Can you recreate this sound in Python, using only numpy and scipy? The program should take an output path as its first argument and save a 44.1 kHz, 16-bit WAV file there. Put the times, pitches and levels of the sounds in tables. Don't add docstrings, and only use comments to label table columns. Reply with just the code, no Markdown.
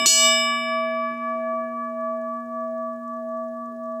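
import sys
import numpy as np
from scipy import signal
from scipy.fft import rfft, irfft
from scipy.io import wavfile
from scipy.ndimage import uniform_filter1d, minimum_filter1d

SR = 44100
rng = np.random.default_rng(int(sys.argv[2]) if len(sys.argv) > 2 else 0)


def bounce(signal):
    frames = np.transpose(np.atleast_2d(signal))
    limited = np.clip(frames, -1, 1)
    pcm = np.round(limited * 32767).astype(np.int16)
    wavfile.write(sys.argv[1], SR, pcm)


N = 176400
TIME = np.arange(N) / SR
EARLIER_STRIKE_S, STRIKE_S = -.36, .0585
CONTACT_S = .001

# f/Hz, level/dB, t60/s, twin's offset/Hz, twin's level/dB, twin's t60/s,
# first swell after the blow t/s
BEATING_PAIRS = [ (650.7, -26.4, 42, -1.6, -30.9, 32, .181), (1150.3, -23.4, 16.4, 3.84, -32.3, 30, .193),
                 (1703.6, -28, 5, 5.3, -41, 18, .28), (3619.5, -16, 1.45, 2.5, -10.5, .52, .29),
                 (4933, -9, .5, 13.5, -15, .48, .052), (5119, -11, 1.2, 3.2, -20, 1.1, .04),
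                 (11071, -25.5, 1.03, 5, -32, .8, .16), (13811, -30, .78, 7, -35, .75, .07), ]
# f/Hz, level/dB, t60/s
SINGLE_MODES = [ (238.1, -32.7, 100), (1943, -68, 9), (2305.4, -16.3, 2.9), (2702, -21, .47),
                (2770, -28, .48), (2859, -54, 5.2), (2938, -9.3, 1.38), (3409, -27, .75), (3710, -29, .5),
                (3753, -28, .42), (4098, -25, .37), (4348.5, -2, .38), (4606, -21, .62), (4694, -17, .24),
                (5622, -8, .2), (5926, -2, .49), (6030, -21, .47), (6485, -26, .55), (6741, -14, .42),
                (6788, 2, .32), (7267, -20, .53), (7402, -18, .33), (7698, -2, .72), (8435, -22, .75),
                (8492, -21, .35), (8594, -19, .63), (8671, -16, .2), (9269, -27, .63), (9500, -20, .43),
                (9618, -22, .4), (9660, -23, .46), (9951, -25, .55), (10710, -18, .38), (11804, -16, .25),
                (12310, -24, .41), (12344, -23, .62), (12947, -16, .33), (13190, -38, .9),
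                (14450, -34, .65), (14900, -33, .45), ]
# f/Hz, level/dB
CLANK_COLOUR = [(40, -3), (150, -6), (330, 3), (700, -8), (1500, -8), (3000, 0), (4500, 1), (7000, 0),
                (10000, -7), (15000, -15)]
# t/s, level/dB
BUMP_CUES = [(.005, -38), (.15, -41), (.22, -49), (.41, -58), (1.10, -46), (1.345, -50), (1.52, -50),
             (1.605, -53), (1.72, -60), (1.92, -61), (3.71, -57)]
# f/Hz, level/dB
BUMP_COLOUR = [(40, -34), (80, -23), (140, -5), (250, -3), (350, 1), (520, -14), (1200, -25), (3000, -36),
               (12000, -50)]
# distance from each tone f/Hz, level/dB
GRAIN_COLOUR = [(5, -4), (25, 0), (70, -1), (120, -13), (200, -30), (600, -55)]
# f/Hz, level/dB
AIR_COLOUR = [(30, -32), (70, -27), (120, -16), (200, -1), (400, -3), (700, 0), (900, -7), (1200, -5),
              (1500, -17), (3000, -21), (5000, -21), (8000, -19), (10000, -22.5), (15000, -23.5)]
# f/Hz, level/dB, width/Hz
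ROOM_HUMS = [(476, -63, 1.5), (410, -68, 7)]
# f/Hz, level/dB
CRACKLE_COLOUR = [(30, -50), (3500, -25), (5200, -5), (6200, 0), (8000, -4), (10000, -20), (15000, -30)]


def bell():
    struck = np.clip((TIME - STRIKE_S) / CONTACT_S, 0, 1)
    out = struck * ringing(TIME - STRIKE_S)
    before = struck < 1
    out[before] += (1 - struck[before]) * ringing(TIME[before] - EARLIER_STRIKE_S)
    return out


def ringing(age):
    out = np.zeros(len(age))
    for hz, db, t60 in SINGLE_MODES:
        out += from_db(db) * fade(age, t60) * np.sin(2 * np.pi * (hz * age + rng.random()))
    for hz, db, t60, offset_hz, twin_db, twin_t60, swell_s in BEATING_PAIRS:
        turns = hz * age + rng.random()
        twin_turns = turns + offset_hz * (age - swell_s)
        out += from_db(db) * fade(age, t60) * np.sin(2 * np.pi * turns)
        out += from_db(twin_db) * fade(age, twin_t60) * np.sin(2 * np.pi * twin_turns)
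    return out


def weak_modes(low_hz=2600, high_hz=15400):
    age, out = TIME - STRIKE_S, np.zeros(N)
    live = (age > 0) & (age < 1)
    for place, strength, length, phase in rng.random(size=(80, 4)):
        hz = low_hz + place * (high_hz - low_hz)
        colour_db = np.interp(hz, *np.transpose(CLANK_COLOUR))
        db = -23 + colour_db + 4 * (2 * strength - 1)
        envelope = blow(age[live], CONTACT_S, t60=.26 * 2 ** (length - .5))
        out[live] += from_db(db) * envelope * np.sin(2 * np.pi * (hz * age[live] + phase))
    return out


def hammer(echo_t60=.23):
    age = TIME - STRIKE_S
    crack = from_db(-6) * blow(age, CONTACT_S, t60=.06)
    tails = blow(age, CONTACT_S, echo_t60) + fade(TIME - EARLIER_STRIKE_S, echo_t60)
    return (crack + from_db(-16.5) * tails) * noise(CLANK_COLOUR)


def bumps():
    envelope = sum(from_db(db) * blow(TIME - at_s, rise_s=.008, t60=.3) for at_s, db in BUMP_CUES)
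    return envelope * noise(BUMP_COLOUR)


def grain(tones, relative_db=-35.5):
    return tones * from_db(relative_db) * noise(GRAIN_COLOUR)


def room_tone(air_db=-63, settle_db_per_s=.4):
    out = from_db(air_db - settle_db_per_s * TIME) * noise(AIR_COLOUR)
    bins = np.fft.rfftfreq(N, 1 / SR)
    for hz, db, width_hz in ROOM_HUMS:
        narrow_band = rfft(rng.standard_normal(N)) / (1 + ((bins - hz) / width_hz) ** 2)
        out += from_db(db) * rms_one(irfft(narrow_band, N))
    return out


def crackle(ticks_per_s=22, level_db=-68, spread_db=3):
    hiss = noise(CRACKLE_COLOUR)
    count = int(ticks_per_s * N / SR)
    jitter, strength = rng.standard_normal((count, 2)).T
    at_s = (np.arange(count) + jitter / np.pi) / ticks_per_s
    ticks = np.zeros(N)
    ticks[np.clip(at_s * SR, 0, N - 1).astype(int)] = from_db(level_db + spread_db * strength)
    envelope = signal.lfilter([1], [1, -fade(1 / SR, t60=.03)], ticks + 1e-18)
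    return hiss * envelope


def from_db(db):
    return 10 ** (np.asarray(db) / 20)


def rms_one(x):
    return x / np.sqrt(np.mean(x ** 2) + 1e-20)


def fade(age, t60):
    return np.exp(-np.log(1000) * np.maximum(age, 0) / t60)


def blow(age, rise_s, t60):
    return np.clip(age / rise_s, 0, 1) * fade(age, t60)


def noise(colour):
    hz, db = np.transpose(colour)
    bins = np.maximum(np.fft.rfftfreq(N, 1 / SR), 1)
    eq = from_db(np.interp(np.log(bins), np.log(hz), db))
    return rms_one(irfft(rfft(rng.standard_normal(N)) * eq, N))


def scene():
    tones = bell()
    return (tones + grain(tones) + weak_modes() + hammer() + bumps() + room_tone() + crackle())[None]


def record(dry):
    threshold_db, release_db_per_s, detector_s = -12.3, 85, .003
    power = np.abs(uniform_filter1d(dry[0] ** 2, int(detector_s * SR)))
    over_db = np.maximum(10 * np.log10(power + 1e-18) - threshold_db, 0)
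    recovery_db = release_db_per_s * TIME
    duck_db = np.maximum.accumulate(over_db + recovery_db) - recovery_db
    ducked = dry[0] * from_db(-duck_db)
    ceiling, attack_samples = .56, int(.001 * SR)
    peak_gain = ceiling / np.maximum(np.abs(ducked), ceiling)
    limiter_gain = uniform_filter1d(minimum_filter1d(peak_gain, attack_samples), attack_samples)
    low_pass = signal.cheby2(16, 70, 16400, fs=SR, output="sos")
    return signal.sosfilt(low_pass, ducked * limiter_gain)[None]


dry = scene()
out = record(dry)
bounce(out)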